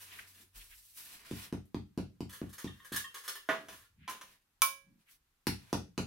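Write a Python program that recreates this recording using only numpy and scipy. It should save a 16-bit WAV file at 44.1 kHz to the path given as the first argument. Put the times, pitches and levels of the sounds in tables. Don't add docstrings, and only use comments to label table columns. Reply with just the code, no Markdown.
import sys
import numpy as np
from scipy import signal
from scipy.fft import rfft, irfft, next_fast_len
from scipy.io import wavfile
from scipy.ndimage import uniform_filter1d

SR = 44100
rng = np.random.default_rng(int(sys.argv[2]) if len(sys.argv) > 2 else 0)


def master_out(mix):
    frames = np.transpose(np.atleast_2d(mix))
    ceiling = np.clip(frames, -1, 1)
    pcm = np.round(ceiling * 32767).astype(np.int16)
    wavfile.write(sys.argv[1], SR, pcm)


N = 267543
T = np.arange(N) / SR
EVENT_T = T[:SR * 3 // 5]


def mallet(room, slap_s=0.0013, grind_db=-15, grind_s=0.0045, grind_lag_s=0.008):
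    # start_s, thud_db, slap_db, treble_db
    blows = [(1.3118, -26.5, -34.5, 0.5), (1.526, -23.5, -35, -0.5), (1.7455, -23.5, -31.5, -17),
             (1.9762, -23, -28.5, -7.5), (2.206, -26, -37, -6.5), (2.4159, -26.5, -35.5, -31),
             (2.6440, -27, -37, 1), (2.9191, -33, -42, -19), (5.4695, -20, -24, 2),
             (5.7288, -20.5, -22, -2), (5.9783, -22, -25.5, -1.5)]
    # frequency_hz, level_db
    slap_spectrum = [(200, 10), (520, 2), (680, -18), (830, 10.5), (1100, -14), (1400, 0), (1900, -13),
                     (2600, -4), (4500, -10), (6200, -11.5), (8000, -16), (10000, -13), (16000, -27)]
    clay = lambda f: along(slap_spectrum, f)
    thuds, slaps = np.zeros((2, N))
    impact = thud() + contact_click()
    for start_s, thud_db, slap_db, treble_db in blows:
        add(thuds, start_s, undb(thud_db) * impact)
        add(slaps, start_s, undb(slap_db) * crunch(clay, treble_db, slap_s, grain_db=2.5))
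        grind = crunch(clay, treble_db, grind_s, grain_db=0.5)
        add(slaps, start_s + grind_lag_s, undb(slap_db + grind_db) * grind)
    scatter = signal.fftconvolve(low_cut(thuds, 140), room[0] - room[1])[:N]
    thuds = thuds + undb(-9.5) * np.array([[1], [-1]]) * scatter
    return thuds + place(low_cut(slaps, 140), room, wet_db=5, pan_db=0.2)


def thud(pitch_hz=265, width_s=0.0019, peak_s=0.0025, boom_db=-9):
    # delay_s, gain
    reflections = [(.0052, 0.2), (.0082, 0.059), (0.019, 0.12), (0.022, 0.34), (.0265, .12), (0.0518, .2)]
    # pitch_hz, level_db, t60_s, swell_s
    room_modes = [(58.9, -1, 0.24, 0.077), (72.5, 15, 0.18, 0.16), (91.9, 6.5, 0.22, 0.054),
                  (117.4, -4.5, 0.25, 0.026), (138.1, 2, 0.22, 0.062), (183.2, 1, 0.18, 0.017),
                  (198.6, 1, 0.24, 0.069), (232, -9, 0.24, 0.051), (289.3, -6.5, 0.25, 0.016),
                  (318, -16, 0.068, 0.016), (367.6, -18, 0.29, 0.004), (420.5, -5.5, 0.081, 0.0031)]
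    pulse = np.cos(2 * np.pi * pitch_hz * (EVENT_T - peak_s)) * bell(EVENT_T - peak_s, width_s)
    pulse *= onset(0.00075)
    echoes = sum(gain * np.interp(EVENT_T - delay_s, EVENT_T, pulse, left=0)
                 for delay_s, gain in reflections)
    pitch_hz, level_db, t60_s, swell_s = np.transpose(room_modes)
    phases = np.pi * np.arange(len(pitch_hz))
    swell = 1 - np.exp(-np.outer(1 / swell_s, EVENT_T) ** 2)
    boom = damped_modes(pitch_hz, level_db, t60_s, phases) * swell
    return pulse + echoes + undb(boom_db) * boom.sum(0)


def contact_click(level_db=-12, click_hz=900, click_s=0.00027, edge_hz=3800, edge_s=0.00012):
    damped = lambda hz, decay_s: np.sin(2 * np.pi * hz * EVENT_T) * np.exp(-EVENT_T / decay_s)
    return undb(level_db) * (damped(click_hz, click_s) + undb(-3) * damped(edge_hz, edge_s))


def level_knocks(room):
    # pitch_hz, t60_s, face_db, edge_db, end_db
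    tube_modes = [(650, .21, 1, -20, -32), (1078, .22, -9, -10, -2), (1312, .15, -11, -12, -5),
                  (1456, .17, -2, -11, -15), (2319, .32, -19, -12, -5), (9761, .23, -45, -32, -15),
                  (290, .2, -3, -15, -45), (425, .15, -7, -22, -40), (549, .5, -22, -24, -28),
                  (861, .17, -13, -15, -24), (1028, .26, -18, 1, -16), (1651, .5, -17, -22, -30),
                  (1745, .13, 0, -14, -22), (1857, .12, -4, -20, -26), (1949, .26, -6, -22, -30),
                  (2045, .15, -9, -15, -26), (2180, .15, -10, -24, -26), (2995, .3, -20, -15, -22),
                  (3370, .2, -16, -15, -24), (3548, .17, -16, -24, -28), (3946, .27, -34, -28, -27),
                  (4667, .2, -36, -24, -27), (4947, .17, -36, -23, -21), (6223, .15, -36, -26, -17),
                  (10650, .15, -45, -32, -23)]
    # start_s, contact_point, ring_db, clatter_db, treble_db, decay_s
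    knocks = [(3.489, "face", -29.5, -15.5, -33, 0.037), (3.685, "face", -57.5, -39.5, -10.5, 0.033),
              (4.078, "edge", -39.5, -30, -17, 0.041), (4.212, "edge", -60, -35.5, -13, 0.014),
              (4.6189, "end", -23, -20.5, 10, 0.0034)]
    # frequency_hz, level_db
    clatter_spectrum = [(100, -24.5), (260, -12), (600, -10), (1200, -1.5), (2000, -6), (3200, -0.5),
                        (4500, -5.5), (6500, -2), (8000, -9), (10000, 1), (13000, -5), (16000, -0.5)]
    rings, clatter = np.zeros((2, N)), np.zeros(N)
    pitch_hz, t60_s, *weights_db = np.transpose(tube_modes)
    mode_db = dict(zip(("face", "edge", "end"), weights_db))
    for start_s, contact_point, ring_db, clatter_db, treble_db, decay_s in knocks:
        add(rings, start_s, undb(ring_db) * struck_metal(pitch_hz, mode_db[contact_point], t60_s))
        burst = crunch(lambda f: along(clatter_spectrum, f), treble_db, decay_s, grain_db=3)
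        add(clatter, start_s, undb(clatter_db) * burst)
    rings = place(rings, room, wet_db=-6.5, pan_db=-4)
    clatter = place(clatter, room, wet_db=-0.5, pan_db=0.3)
    return low_cut(rings + clatter, 120)


def grit(room, drag_start_s=2.3, drag_end_s=3.86, drag_db=-71.5, rise_db_per_s=1.5):
    # start_s, level_db, treble_db, decay_s
    catches = [(2.292, -51.5, 0.5, 0.028), (2.324, -48.5, 0, 0.033), (2.49, -62, 7.5, 0.016),
               (2.528, -50.5, 5.5, 0.012), (2.58, -42, -1.5, 0.02), (2.845, -49.5, 0.5, 0.018),
               (2.92, -37.5, 0, 0.034), (2.96, -28.5, 6.5, 0.0076), (3.142, -38.5, -3, 0.013),
               (3.166, -51.5, 1, .03), (3.236, -48.5, -1, 0.041), (3.277, -32.5, 0, 0.014),
               (3.351, -40, -1, 0.01), (3.723, -45, -6, 0.012), (4.093, -45, 7, 0.01)]
    # frequency_hz, level_db
    sand_spectrum = [(150, -33), (350, -8.5), (500, -5), (700, -15), (1100, 3), (1800, 0), (2500, -5.5),
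                     (3300, -0.5), (5000, -5.5), (6500, -8), (8200, -4.5), (10000, -1), (16000, -5.5)]
    # pitch_hz, width_hz, nominal_boost_db
    resonances = [(540, 21, 2.3), (1107, 15, 9.2), (1390, 50, 3.2), (1657, 45, 8), (1746, 130, 9),
                  (1990, 30, 8.7), (3008, 53, 12), (3400, 60, 5), (4386, 52, 7.9), (5300, 73, 11),
                  (6160, 120, 8.1), (6570, 230, 9.9)]
    # start_s, level_db
    ticks = [(.577, -61), (.953, -73), (.974, -57.5), (1.655, -80)]
    sand = lambda f: along(sand_spectrum, f)
    tube = lambda f, grip: sand(f) + sum(weight * boost_db / (1 + (2 * (f - hz) / width_hz) ** 2)
                                         for weight, (hz, width_hz, boost_db) in zip(grip, resonances))
    out = np.zeros(N)
    grips = rng.uniform(0.4, 1.6, (len(catches), len(resonances)))
    for (start_s, level_db, treble_db, decay_s), grip in zip(catches, grips):
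        scrape = crunch(lambda f: tube(f, grip), treble_db, decay_s, grain_db=6)
        add(out, start_s, undb(level_db) * scrape * onset(0.0034))
    for start_s, level_db in ticks:
        add(out, start_s, undb(level_db) * crunch(sand, treble_db=14.5, decay_s=0.0044, grain_db=2))
    drag = shape(grains(N, spread_db=7), lambda f: undb(tube(f, grips.mean(0)) - 6 * treble(f)))
    sliding = (T > drag_start_s) & (T < drag_end_s)
    out += undb(drag_db + rise_db_per_s * (T - drag_start_s)) * unit(drag) * sliding
    return place(out, room, wet_db=3.5, pan_db=0)


def firebox_door(room, chatter_s=0.0054, damping_s=0.06):
    # pitch_hz, level_db, t60_s
    door_modes = [(1085, -8, 0.14), (1210, -9.5, 0.2), (1680, -14.5, 0.16), (1840, 0.5, 0.14),
                  (2740, -10, 0.22), (2850, -16, 0.23), (3164, -5, 0.2), (3380, -7.5, 0.064),
                  (3650, -10, 0.11)]
    # start_s, level_db
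    nudges = [(2.673, -47), (2.799, -55.5), (2.931, -47.5), (3.041, -41.5), (3.146, -53.5), (3.367, -54.5)]
    out = np.zeros(N)
    iron = struck_metal(*np.transpose(door_modes))[0] * np.exp(-EVENT_T / damping_s)
    for start_s, level_db in nudges:
        chatter = crunch(np.zeros_like, treble_db=0, decay_s=chatter_s, grain_db=6.5)
        clink = signal.fftconvolve(chatter, iron)
        clink *= np.sqrt(np.sum(iron ** 2) / np.sum(clink ** 2))
        add(out, start_s, undb(level_db) * clink)
    return place(out, room, wet_db=-0.5, pan_db=3)


def clothes(room, flutter_db=3, crumbs_per_s=25, crumb_s=0.0014, gain_db=2):
    middle_gain, treble_gain = rubbing()
    catches = unit(uniform_filter1d(rng.standard_normal(N), size=500))
    fibres = grains(N, spread_db=8.1) * undb(flutter_db * catches)
    impulses = (rng.random(N) < crumbs_per_s / SR) * undb(6 + 5 * rng.standard_normal(N))
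    crumbs = signal.fftconvolve(impulses, np.exp(-EVENT_T / crumb_s))[:N] * rng.standard_normal(N)
    # frequency_hz, level_db
    cloth_spectrum = [(120, -15.5), (200, -16.5), (283, -9.5), (465, -16), (791, -11.5), (1740, -5),
                      (2170, -5.5), (2650, -4), (7410, -7), (10300, -2), (16000, -6)]
    rustle = shape(unit(fibres) + crumbs, lambda f: undb(along(cloth_spectrum, f)))
    rustle = unit(place(rustle, room, wet_db=8, pan_db=0))
    bright = shape(rustle, treble)
    return undb(gain_db) * (middle_gain * unit(rustle - bright) + treble_gain * unit(bright))


def rubbing(settle_db_per_s=250):
    # time_s, middle_db, treble_db
    reach = [(0.0, -56.5, -47), (0.116, -64, -64), (0.198, -60, -60), (0.266, -67.5, -70),
             (0.282, -70, -62.5), (0.424, -72.5, -65), (0.53, -92, -82)]
    # time_s, middle_db, treble_db
    sit_back = [(0.53, -87, -86), (0.56, -64, -59.5), (0.936, -90, -63), (0.984, -65.5, -52.5),
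                (1.156, -61, -57), (1.242, -64, -70.5), (1.386, -55.5, -54.5), (1.444, -54.5, -54),
                (1.51, -67, -74)]
    # peak_s, level_db, treble_boost_db, width_s
    swishes = [(3.78, -76.5, 14, 0.035), (4.3, -68.5, -4, 0.055), (5.015, -80.5, -1.5, .02),
               (5.126, -78.5, 13, 0.029), (5.678, -68, -7.5, 0.087)]
    power = np.zeros((2, N))
    for movement in (reach, sit_back):
        time_s, *bands_db = np.transpose(movement)
        contours_db = np.array([np.interp(T, time_s, db) for db in bands_db])
        outside_s = np.abs(T - np.clip(T, time_s[0], time_s[-1]))
        power += undb(contours_db - settle_db_per_s * outside_s) ** 2
    for peak_s, level_db, treble_boost_db, width_s in swishes:
        power += np.outer(undb([level_db, level_db + treble_boost_db]), bell(T - peak_s, width_s)) ** 2
    return np.sqrt(power)


def scuffs():
    # peak_s, level_db, centre_hz, width_s
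    slides = [(0.132, -54, 2520, 0.023), (0.194, -45, 1760, 0.0047), (0.213, -58, 2020, 0.037),
              (0.617, -57, 2680, 0.013), (0.729, -58, 2240, .015), (4.046, -65, 2160, 0.03),
              (5.093, -66.5, 2120, 0.016)]
    return noise_swells(slides, log_bandwidth=0.35)


def floor_bumps():
    # peak_s, level_db, centre_hz, width_s
    bumps = [(.42, -71, 262, 0.042), (0.588, -52.5, 29.8, 0.018), (.71, -65, 39.7, .07),
             (3.72, -67, 268.7, 0.045), (3.758, -70, 79, .07), (4.024, -62.5, 169, 0.031),
             (4.035, -65.5, 80, 0.071), (4.929, -65, 183, 0.047)]
    return noise_swells(bumps, log_bandwidth=0.33)


def background(air_db=-78.5, hum_hz=93, hum_db=-71.5, fade_s=0.57):
    # frequency_hz, relative_db
    air_spectrum = [(15, -27.5), (25, 6.5), (363, -14.5), (545, -20), (1070, -13), (3430, -18),
                    (7510, -21.5), (14800, -20), (16000, -33.5)]
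    air = unit(shape(diffuse(N), lambda f: undb(along(air_spectrum, f))))
    hum = np.sqrt(2) * np.sin(2 * np.pi * hum_hz * T) * bell(T, fade_s)
    return undb(air_db) * air + undb(hum_db) * hum


def room_response(build_s=0.0027):
    # frequency_hz, t60_s
    decay_times = [(60, 0.81), (150, 0.39), (400, 0.28), (1000, 0.18), (2500, 0.28), (6500, 0.28),
                   (16000, 0.21)]
    noise, tail = diffuse(len(EVENT_T)), 0
    centres_hz = np.geomspace(60, 16000, 9)
    for hz, weights in zip(centres_hz, np.eye(len(centres_hz))):
        band = shape(noise, lambda f: along(np.c_[centres_hz, weights], f))
        tail += band * np.exp(-np.log(1000) * EVENT_T / along(decay_times, hz))
    tail *= 1 - np.exp(-(EVENT_T / build_s) ** 2)
    return tail / np.sqrt(np.sum(tail ** 2) / 2)


def struck_metal(pitch_hz, level_db, t60_s, skew_rad=0.18, touch_s=0.0006):
    phase = rng.uniform(0, 2 * np.pi, len(pitch_hz))
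    skew = skew_rad * np.minimum(pitch_hz / 1500, 1) * rng.choice([-1, 1], len(pitch_hz))
    sides = [damped_modes(pitch_hz, level_db, t60_s, phase + side * skew).sum(0) for side in (1, -1)]
    return np.array(sides) * onset(touch_s)


def damped_modes(pitch_hz, level_db, t60_s, phase):
    swing = np.sin(2 * np.pi * np.outer(pitch_hz, EVENT_T) + phase[:, None])
    return undb(level_db)[:, None] * swing * np.exp(-np.log(1000) * np.outer(1 / t60_s, EVENT_T))


def grains(size, spread_db):
    return rng.standard_normal(size) * undb(spread_db * rng.standard_normal(size))


def crunch(spectrum_db, treble_db, decay_s, grain_db):
    noise = shape(grains(len(EVENT_T), grain_db), lambda f: undb(spectrum_db(f)))
    fade = np.exp(-EVENT_T / decay_s)
    burst = unit(noise * fade) * np.sqrt(np.mean(fade ** 2))
    return shape(burst, lambda f: undb(treble_db * treble(f)))


def noise_swells(events, log_bandwidth):
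    out, middle_s = np.zeros((2, N)), EVENT_T.mean()
    for peak_s, level_db, centre_hz, width_s in events:
        band = shape(diffuse(len(EVENT_T)), lambda f: bell(np.log((f + 1) / centre_hz), log_bandwidth))
        swell = undb(level_db) * unit(band) * bell(EVENT_T - middle_s, width_s)
        add(out, peak_s - middle_s, swell[:, EVENT_T >= middle_s - peak_s])
    return out


def diffuse(size, corner_hz=520):
    mid, side = rng.standard_normal((2, size))
    mid = shape(mid, lambda f: np.sqrt(1 - treble(f, corner_hz) / 2))
    side = shape(side, lambda f: np.sqrt(treble(f, corner_hz) / 2))
    return np.array([mid + side, mid - side])


def place(x, room, wet_db, pan_db):
    wet = signal.fftconvolve(np.atleast_2d(x), room, axes=1)[:, :N]
    return (x + undb(wet_db) * wet) * undb(np.array([[pan_db], [-pan_db]]) / 2)


def from_right(x, lag_s=0.00003):
    return np.array([shape(x[0], lambda f: np.exp(-2j * np.pi * f * lag_s)), x[1]])


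def low_cut(x, corner_hz):
    return signal.sosfilt(signal.butter(3, corner_hz, "high", fs=SR, output="sos"), x)


def shape(x, gain):
    size = next_fast_len(x.shape[-1] + 2048)
    return irfft(rfft(x, size) * gain(np.fft.rfftfreq(size, 1 / SR)), size)[..., :x.shape[-1]]


def along(points, hz):
    frequencies, values = np.transpose(points)
    return np.interp(np.log(np.maximum(hz, 1)), np.log(frequencies), values)


def treble(hz, corner_hz=3200):
    return hz ** 2 / (hz ** 2 + corner_hz ** 2)


def bell(offset, width):
    return np.exp(-(offset / width) ** 2 / 2)


def onset(rise_s):
    return 1 - np.exp(-EVENT_T / rise_s)


def undb(db):
    return 10 ** (np.asarray(db) / 20)


def unit(x):
    return x / np.sqrt(np.mean(x ** 2))


def add(track, start_s, x):
    i = max(int(round(start_s * SR)), 0)
    track[..., i:i + x.shape[-1]] += x[..., :max(N - i, 0)]


def scene():
    room = room_response()
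    work = mallet(room) + from_right(level_knocks(room)) + firebox_door(room) + grit(room)
    return work + clothes(room) + scuffs() + floor_bumps() + background()


def record(dry, top_hz=15900):
    return signal.sosfilt(signal.ellip(10, 0.2, 70, top_hz, fs=SR, output="sos"), dry)


dry = scene()
out = record(dry)
master_out(out)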